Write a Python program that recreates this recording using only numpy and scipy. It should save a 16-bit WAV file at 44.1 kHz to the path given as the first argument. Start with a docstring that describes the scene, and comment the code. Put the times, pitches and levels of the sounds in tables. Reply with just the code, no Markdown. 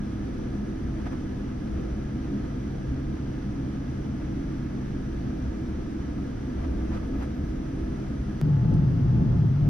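"""Airliner window seat, taxi and climb

A jet airliner taxis: wheels rumble and thud over joints, two idling engines hum in a slow beat, pumps drone to
the right, vents hiss and rough pavement shakes the trim. With a click the scene jumps to the climb: a buffeting
roar under thin fan whine. Shaped noise, coloured by the cabin, makes rumble, roar, hiss and rustle; wavering
sines make the rotating parts and low swells; envelopes place the thuds, rattles, squeaks and ticks."""
import sys
import numpy as np
from scipy import signal
from scipy.fft import rfft, irfft
from scipy.io import wavfile
from scipy.ndimage import uniform_filter1d

SR = 44100
rng = np.random.default_rng(int(sys.argv[2]) if len(sys.argv) > 2 else 0)


def digitize_waveform(pressure):
    """Quantize a signal to 16-bit integers and store it at the path in sys.argv[1].

    Rows of a 2-D input are taken as channels; values are limited to [-1, 1].
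    """
    field = np.atleast_2d(pressure).T
    bounded = np.clip(field, -1, 1)
    quanta = np.round(bounded * 32767).astype(np.int16)
    wavfile.write(sys.argv[1], SR, quanta)


N = 427329
T = np.arange(N) / SR  # s
HZ = np.fft.rfftfreq(N, 1 / SR)
JUMP_S = 8.4143  # taxi gives way to climb
RATTLE_RISE_S, RATTLE_DECAY_S = 0.016, 0.023


def gain_of(db):
    """Decibels to amplitude."""
    return 10 ** (np.asarray(db) / 20)


def evened(x):
    """Scales to rms 1."""
    return x / np.sqrt(np.mean(x ** 2) + 1e-20)


def read(points, column=1):
    """One column of a frequency table, interpolated on a log frequency axis."""
    table = np.array(points, float)
    return np.interp(np.log(HZ + 1), np.log(table[:, 0] + 1), table[:, column])


def drift(rate_hz):
    """Slow random wandering of rms 1: noise behind a Gaussian low-pass."""
    count = 2048
    hz = np.fft.rfftfreq(count, T[-1] / count)
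    lowpass = np.exp(-(hz / rate_hz) ** 2)
    slow = irfft(rfft(rng.standard_normal(count)) * lowpass, count)
    return evened(np.interp(T, np.linspace(0, T[-1], count), slow))


def swell(start, hold, rise, decay):
    """An envelope that is fully up at start, holds, then dies away exponentially (all in s)."""
    attack = np.clip((T - start) / rise + 1, 0, 1)
    return attack * np.exp(-np.maximum(T - start - hold, 0) / decay)


def together(floor_db, envelopes):
    """Adds envelopes to a steady floor, power by power."""
    return np.sqrt(gain_of(floor_db) ** 2 + sum(envelope ** 2 for envelope in envelopes))


def beating(beat_hz, in_step_s, depth):
    """Strength of the joint note of two rotating parts that turn slightly out of step."""
    return abs(1 + depth * np.exp(2j * np.pi * beat_hz * (T - in_step_s)))


def cabin_noise(spectrum_db, lean=0.93, left_db=0., spread=0., resonant=1):
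    """Noise coloured by cabin resonances at two microphones: nearly one pressure in the bass, looser above."""
    # cabin air and panel resonances and the gaps between, before resonant: [f/Hz, width/Hz, level/dB]
    cabin_modes = [(173, 8, -3), (187, 9, -7), (204, 15, 6), (229, 14, -3), (249, 9, 4.5), (260, 7, -3.5),
                   (272, 14, 3.5), (289, 9, -3.5), (357, 14, -3), (420, 14, -2), (502, 16, 1),
                   (565, 30, -1.5), (604, 24, 3), (680, 50, 1), (770, 80, -1.5), (1070, 170, -2.2),
                   (1255, 110, 2.4), (1370, 70, -1), (1660, 130, 2.2), (1855, 80, -3.2), (1990, 220, 2.4),
                   (2780, 120, -1.5)]
    # how the field reaches the microphones, before lean and spread:
    # [f/Hz, likeness 0-1, left lead/rad, left minus right/dB]
    ports = [(40, 0.998, -0.0, 0.3), (130, 0.987, 0.19, -0.6), (205, 0.96, 0.38, 1.3),
             (240, 0.96, 0.5, 0.1), (275, 0.89, 0.17, -0.7), (330, 0.85, 0.62, -5.2),
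             (390, 0.79, 0.53, -2.1), (440, 0.24, 3.53, 2.3), (500, 0.45, 1.84, 6.3),
             (620, 0.44, 2.02, 5.9), (720, 0.42, 1.05, 1.6), (1020, 0.21, 3.17, 1.5),
             (1290, 0.59, 0.05, -1.2), (1550, 0.15, 0.13, 0.1), (1800, 0.22, 0.23, -6.0),
             (2080, 0.44, 0.05, 1.1), (2400, 0.62, 0.36, -0.7), (3200, 0.51, 0.69, -0.5),
             (4100, 0.24, 2.02, -0.6), (4900, 0.41, 0.33, -0.5), (5900, 0.09, -1.75, 0.1),
             (6600, 0.51, -2.9, -0.2), (7500, 0.89, -3.28, -0.1), (8500, 0.74, -3.9, 0.0),
             (9500, 0.63, -5.06, 0.1), (10500, 0.95, -6.23, 0.0), (12100, 0.77, -6.42, 0.1),
             (12900, 0.45, -8.13, -0.1), (14000, 0.96, -9.38, 0.0)]
    a, b = rng.standard_normal((2, len(HZ))) + 1j * rng.standard_normal((2, len(HZ)))
    modes_db = sum(db / (1 + (2 * (HZ - hz) / width) ** 2) for hz, width, db in cabin_modes)
    same, lead, balance_db = (read(ports, column) for column in range(1, 4))
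    same = np.clip(same * (1 - spread), 0, 1)
    tilt = gain_of((lean * balance_db + left_db) / 2)  # standing waves favour one side
    right = (same * a + np.sqrt(1 - same ** 2) * b) * np.exp(-1j * lead)
    pair = np.array([a * tilt, right / tilt]) / np.hypot(tilt, 1 / tilt)
    return evened(irfft(pair * gain_of(spectrum_db + resonant * modes_db), N))


def steadied(x, seconds):
    """Holds the short-term power of a noise near 1, so that its swells come from its drive."""
    power = uniform_filter1d((x ** 2).mean(0), max(int(seconds * SR), 2))
    return x / np.sqrt(power + 1e-9)


def tone(hz, lead, waver, flutter):
    """A narrow note, as of a rotating part: its pitch wanders a little and its strength flutters."""
    phase = 2 * np.pi * np.cumsum(hz * (1 + waver * drift(2.95))) / SR
    strength = 1 + flutter * (drift(4) + 1j * drift(4))  # turbulence
    ears = np.exp(1j * np.array([phase, phase - lead]))
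    return evened((strength * ears).real)


def tones(table, waver, flutter):
    """Several rotating parts together."""
    return sum(gain_of(db) * tone(hz, lead, waver, flutter) for hz, db, lead in table)


def wheels(tyres_db=-37.0, smooth_boom_db=-38):
    """Tyres rumble steadily; joints and rough stretches make the landing gear boom and the hull drone."""
    # tyre rumble: [f/Hz, level/dB per Hz]
    tyre_spectrum = [(15, -35), (21, -6), (30, -1), (43, -16), (80, -2), (100, -5), (122, -1), (155, -7.5),
                     (185, -4), (230, -17.5), (400, -44), (2000, -89)]
    # landing gear boom: [f/Hz, level/dB per Hz]
    gear_spectrum = [(20, -36), (42, -4.5), (52, -4.5), (62, 1), (72, -3), (86, -13.5), (130, -33),
                     (600, -102)]
    # hull drone on rough pavement: [f/Hz, level/dB per Hz]
    hull_spectrum = [(120, -1), (210, 0.5), (310, -3.5), (380, -5.5), (500, -11), (900, -31), (3000, -60)]
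    # pavement joints that thud through the gear: [t/s, level/dB]
    bumps = [(0.86, -30), (1.72, -28.5), (1.89, -28.5), (2.43, -35), (2.88, -30), (3.05, -37), (3.58, -45),
             (4.24, -34), (4.41, -37), (5.13, -35), (5.43, -28), (5.7, -37), (6.09, -32), (6.55, -37),
             (6.72, -27), (6.93, -29), (7.17, -29), (7.42, -27), (7.8, -28.5), (8.18, -31)]
    rumble = gain_of(tyres_db) * steadied(cabin_noise(read(tyre_spectrum)), seconds=0.16)
    thuds = [gain_of(db) * swell(s, 0, rise=0.028, decay=0.1) for s, db in bumps]
    jolting = together(smooth_boom_db, thuds + [roughness(column=2)])
    boom = jolting * steadied(cabin_noise(read(gear_spectrum)), seconds=0.11)
    drone = roughness(column=3) * steadied(cabin_noise(read(hull_spectrum)), seconds=0.17)
    return rumble + drone + boom


def roughness(column):
    """Envelope of the rough pavement, at the levels in one column of its table."""
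    # rough stretches: [t/s, length/s, gear boom level/dB, hull drone level/dB, trim rustle level/dB]
    rough_patches = [(0.973, 0.15, -55, -53, -52), (6.586, 0.26, -32.5, -36.5, -55.5),
                     (6.923, 0.3, -39, -37, -53)]
    power = 0
    for patch in rough_patches:
        envelope = swell(patch[0], patch[1], rise=0.044, decay=0.069)
        power = power + (gain_of(patch[column]) * envelope) ** 2
    return np.sqrt(power)


def idling_engines(exhaust_db=-34.0):
    """Exhaust noise that surges slightly with each wheel turn, the hum of the shafts and a faint whine."""
    # exhaust noise: [f/Hz, level/dB per Hz]
    exhaust_spectrum = [(110, -14.5), (180, -6.5), (215, -1.5), (255, -3), (300, -2), (345, -8), (375, -10),
                        (435, -14), (500, -15), (570, -22.5), (690, -22), (790, -26.5), (1100, -36.5),
                        (4000, -85)]
    # steady engine tones: [f/Hz, level/dB, left lead/rad]
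    idle_whine = [(30.8, -48, 0.11), (388, -60, 1.3), (468, -69, 1.6), (540, -69, 2.1), (904, -76, 1.3)]
    wheel_rate_hz, trough_s = 1.615, 3.92
    surge_db = -0.3 * np.cos(2 * np.pi * wheel_rate_hz * (T - trough_s))
    exhaust = gain_of(exhaust_db + surge_db) * steadied(cabin_noise(read(exhaust_spectrum)), seconds=0.25)
    return exhaust + shaft_hum() + tones(idle_whine, waver=0.002, flutter=0.7)


def shaft_hum():
    """The two engines' shafts drift in and out of step over several seconds."""
    hum = tone(hz=132.9, lead=.21, waver=.0012, flutter=.07)
    return gain_of(-41.2) * beating(beat_hz=.17, in_step_s=3.5, depth=.47) * hum


def noise_swells(half_width_s=0.06):
    """Brief narrow low swells in the noise, each around one pitch."""
    # swells: [t/s of the crest, f/Hz, level/dB]
    brief_swells = [(.49, 248, -40), (.6, 204, -33.5), (1.24, 204, -38.5), (1.42, 205, -36.5),
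                    (2.35, 279, -35.5), (2.36, 206, -33), (2.77, 207, -36.5), (3.62, 270, -35.5),
                    (4.14, 206, -35.5), (4.37, 281, -38.5), (5.3, 248, -35.5), (5.47, 214, -37),
                    (6.25, 267, -37.5), (6.81, 206, -40), (7.13, 268, -34.5)]
    out = 0
    for s, hz, db in brief_swells:
        envelope = np.exp(-((T - s) / half_width_s) ** 2)
        out = out + gain_of(db) * envelope * tone(hz, lead=0.25, waver=0.0058, flutter=0.083)
    return out


def pump_hum(growth_db_per_s=.6):
    """Two hydraulic pumps drone somewhere to the right, beating about once a second and slowly growing."""
    # starting level before the beat, one row each for left and right: [level/dB]
    pump_db = [
        [-51.7],
        [-44.7],
    ]
    level = gain_of(np.array(pump_db) + growth_db_per_s * T)
    drone = level * tone(hz=321.3, lead=.6, waver=.0003, flutter=.08)
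    return beating(beat_hz=0.884, in_step_s=4.45, depth=0.25) * drone


def climbing_engines(buffet_db=0.4, boom_share=.3):
    """Jet roar booming in the hull, buffeted by the airflow, with engine tones on top."""
    # rush of the jet: [f/Hz, level/dB per Hz]
    climb_spectrum = [(15, -46), (26, -37), (38, -15.5), (50, -9.5), (70, -8), (97, -4.5), (135, 0),
                      (158, -1.5), (180, -3.5), (205, -13.5), (240, -12.5), (330, -19), (470, -27.5),
                      (950, -44.5), (6000, -92.5)]
    # roar as the airflow buffets the hull: [t/s, level/dB]
    roar_level = [(8.45, -21.5), (8.53, -19.5), (8.6, -21.5), (8.75, -20), (8.89, -20), (8.94, -23.5),
                  (9.05, -20), (9.15, -19.5), (9.26, -21.5), (9.46, -19.5), (9.57, -22), (9.67, -19)]
    # steady engine tones: [f/Hz, level/dB, left lead/rad]
    climb_whine = [(37.7, -39, 0), (202, -42, .3), (642, -64, 1.6), (1136, -71, .5), (1416, -73, .5),
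                   (1873, -77, .5), (2799, -82, .5), (4716, -82, .5), (5895, -83, 1)]
    rush = cabin_noise(read(climb_spectrum), lean=0.38, left_db=0.8, spread=0.02, resonant=.45)
    rush = steadied(rush, seconds=0.07)
    # the hull's boom wanders around one pitch, a little stronger on the left
    boom = gain_of([[.6], [-.6]]) * tone(hz=134, lead=.2, waver=.075, flutter=.3)
    # boom_share is a share of the power
    roar = steadied(np.sqrt(1 - boom_share) * rush + np.sqrt(boom_share) * boom, seconds=.045)
    level_db = np.interp(T, *np.transpose(roar_level)) + buffet_db * drift(15)
    return gain_of(level_db) * roar + fan_beats() + tones(climb_whine, waver=0.0012, flutter=0.25)


def fan_beats():
    """The two engines turn slightly out of step, so their notes swell and fade, mostly on the left."""
    # joint notes: [f/Hz, level before beat and balance/dB, beat rate/Hz, in step at t/s, depth 0-1]
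    climb_beats = [(855.5, -58, 1.68, 8.65, .95), (705.5, -57, 2.8, 9.0, .5)]
    notes = 0
    for hz, db, rate, in_step, depth in climb_beats:
        note = tone(hz, lead=1.63, waver=0.0012, flutter=0.18)
        notes = notes + gain_of(db) * beating(rate, in_step, depth) * note
    return gain_of([[1.2], [-1.8]]) * notes


def ventilation(climbing, taxi_db=-50.0, climb_db=-48.5, fan_hz=2358.3):
    """Air from the vents: on the ground the ducts whine and the fan whistles; the climb leaves mostly hiss."""
    # vent hiss in the taxi: [f/Hz, level/dB per Hz]
    taxi_vents = [(300, -5.5), (1000, 1), (1270, -0.5), (1500, -1), (1750, -1.5), (1850, -4.5), (2450, -10),
                  (3100, -10.5), (4300, -15), (5100, -15.5), (5950, -12), (6800, -21), (8500, -24),
                  (11000, -32.5), (15000, -37)]
    # vent hiss in the climb: [f/Hz, level/dB per Hz]
    climb_vents = [(300, -0.5), (1100, 2), (1700, -2.5), (2400, -11.5), (2900, -10.5), (3400, -12),
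                   (3800, -15), (5300, -15.5), (5920, -15.5), (6250, -16.5), (7500, -32), (8000, -26.5),
                   (11000, -32), (15000, -40)]
    # breathy, wavering duct whines: [f/Hz, level/dB, left lead/rad, waver share]
    duct_whines = [(1255, -69.5, .1, .022), (1680, -69, .1, .02), (7095, -81, 3, .0025)]
    # ventilation fan: [multiple of fan_hz, level/dB, left lead/rad]
    fan_overtones = [(1, -76.5, 1.1), (2, -85, 5.3)]
    # thin whistles of the air nozzles: [f/Hz, level/dB, left lead/rad]
    squeal = [(8123, -90, 2.7), (10255, -96, 0), (11795, -97, 0), (12334, -101, 0)]
    hiss = gain_of(taxi_db + 0.31 * drift(10.0)) * cabin_noise(read(taxi_vents))
    whine = sum(gain_of(db) * tone(hz, lead, waver, flutter=3) for hz, db, lead, waver in duct_whines)
    fan_table = [(multiple * fan_hz, db, lead) for multiple, db, lead in fan_overtones]
    fan = tones(fan_table, waver=0.00077, flutter=0.8)
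    grounded = hiss + whine + fan
    aloft = gain_of(climb_db) * cabin_noise(read(climb_vents), spread=0.25, resonant=0.31)
    whistles = tones(squeal, waver=0.00022, flutter=0.57)
    return (1 - climbing) * grounded + climbing * aloft + whistles


def high_hiss():
    """For two stretches of the taxi the high hiss is lifted near 6 and 9 kHz."""
    # lifted hiss: [f/Hz, level/dB per Hz]
    high_spectrum = [(4500, -22), (5800, 6), (7300, -18), (8400, -11), (9100, 5), (9900, -7), (12000, -40)]
    # stretches of brighter hiss: [t/s, length/s, level/dB]
    bright_stretches = [(0, 1.25, -77), (7.7, .65, -75)]
    lift = sum(gain_of(db) * swell(s, length, rise=.12, decay=.12) for s, length, db in bright_stretches)
    return lift * cabin_noise(read(high_spectrum))


def fittings(smooth_rustle_db=-63, uneven_db=4.5):
    """The trim rustles faintly throughout; rough pavement shakes it into louder rustle, rattles and squeaks."""
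    # trim rustle: [f/Hz, level/dB per Hz]
    trim_spectrum = [(200, -10), (500, 0), (900, -.5), (1500, -7.5), (2300, -14.5), (4000, -25),
                     (7000, -33), (14000, -50)]
    # brief rattles, before the uneven drift: [t/s, level/dB]
    rattle_hits = [(6.59, -47.5), (6.64, -48.5), (6.948, -46), (7.04, -51), (7.08, -54), (7.145, -45),
                   (7.225, -45)]
    # thin squeaks: [t/s, length/s, level/dB]
    squeaks = [(7.168, .05, -75), (7.355, .035, -75), (7.455, .04, -78)]
    rattles = [gain_of(db) * swell(s, 0, RATTLE_RISE_S, RATTLE_DECAY_S) for s, db in rattle_hits]
    shaking = together(smooth_rustle_db, rattles + [roughness(column=4)])
    rustle = shaking * gain_of(uneven_db * drift(25)) * cabin_noise(read(trim_spectrum))
    rubbing = sum(gain_of(db) * swell(s, length, RATTLE_RISE_S, RATTLE_DECAY_S) for s, length, db in squeaks)
    return rustle + rubbing * tone(hz=12850, lead=1.5, waver=.004, flutter=.4)


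def ticks(fall_db_per_octave=7):
    """Now and then a plastic joint slips: a decaying burst of noise centred near its own pitch."""
    # noise of the plastic: [f/Hz, level/dB per Hz]
    plastic_spectrum = [(1000, -10), (4000, 1), (7700, 0), (10000, -6), (15000, -10)]
    # creaks and ticks: [t/s, level/dB, decay/s, f/Hz]
    slips = [(1.003, -64, .008, 4000), (1.125, -61, .012, 7000), (1.718, -68, .006, 8000),
             (6.947, -57, .015, 3600), (7.073, -63, .006, 9500), (7.227, -58, .018, 7200),
             (8.739, -52, 0.0044, 6000)]
    plastic = rfft(cabin_noise(read(plastic_spectrum)))
    out = np.zeros((2, N))
    for s, db, decay, hz in slips:
        octaves_away = abs(np.log2((HZ + 1) / hz))
        ring = evened(irfft(plastic * gain_of(-fall_db_per_octave * octaves_away), N))
        out += gain_of(db) * (T >= s) * np.exp(-abs(T - s) / decay) * ring
    return out


def jump_click(step_db=-23, decay_s=0.0013):
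    """A click marks where the scene changes from taxi to climb, then decays."""
    return gain_of(step_db) * (T >= JUMP_S) * np.exp(-abs(T - JUMP_S) / decay_s)


def scene():
    """Taxi, then climb, with ventilation and fittings running through both."""
    climbing = np.clip((T - JUMP_S) / 0.0034, 0, 1)  # crossfade of 3.4 ms
    taxi = wheels() + idling_engines() + noise_swells() + pump_hum() + high_hiss()
    taxi_then_climb = (1 - climbing) * taxi + climbing * climbing_engines()
    return taxi_then_climb + ventilation(climbing) + fittings() + ticks() + jump_click()


def record(dry, edge_hz=15700):
    """The recorder's band limit: a steep low-pass."""
    lowpass = signal.firwin(511, edge_hz, window=("kaiser", 9), fs=SR)
    return signal.oaconvolve(dry, lowpass[None], "same")


dry = scene()
out = record(dry)
digitize_waveform(out)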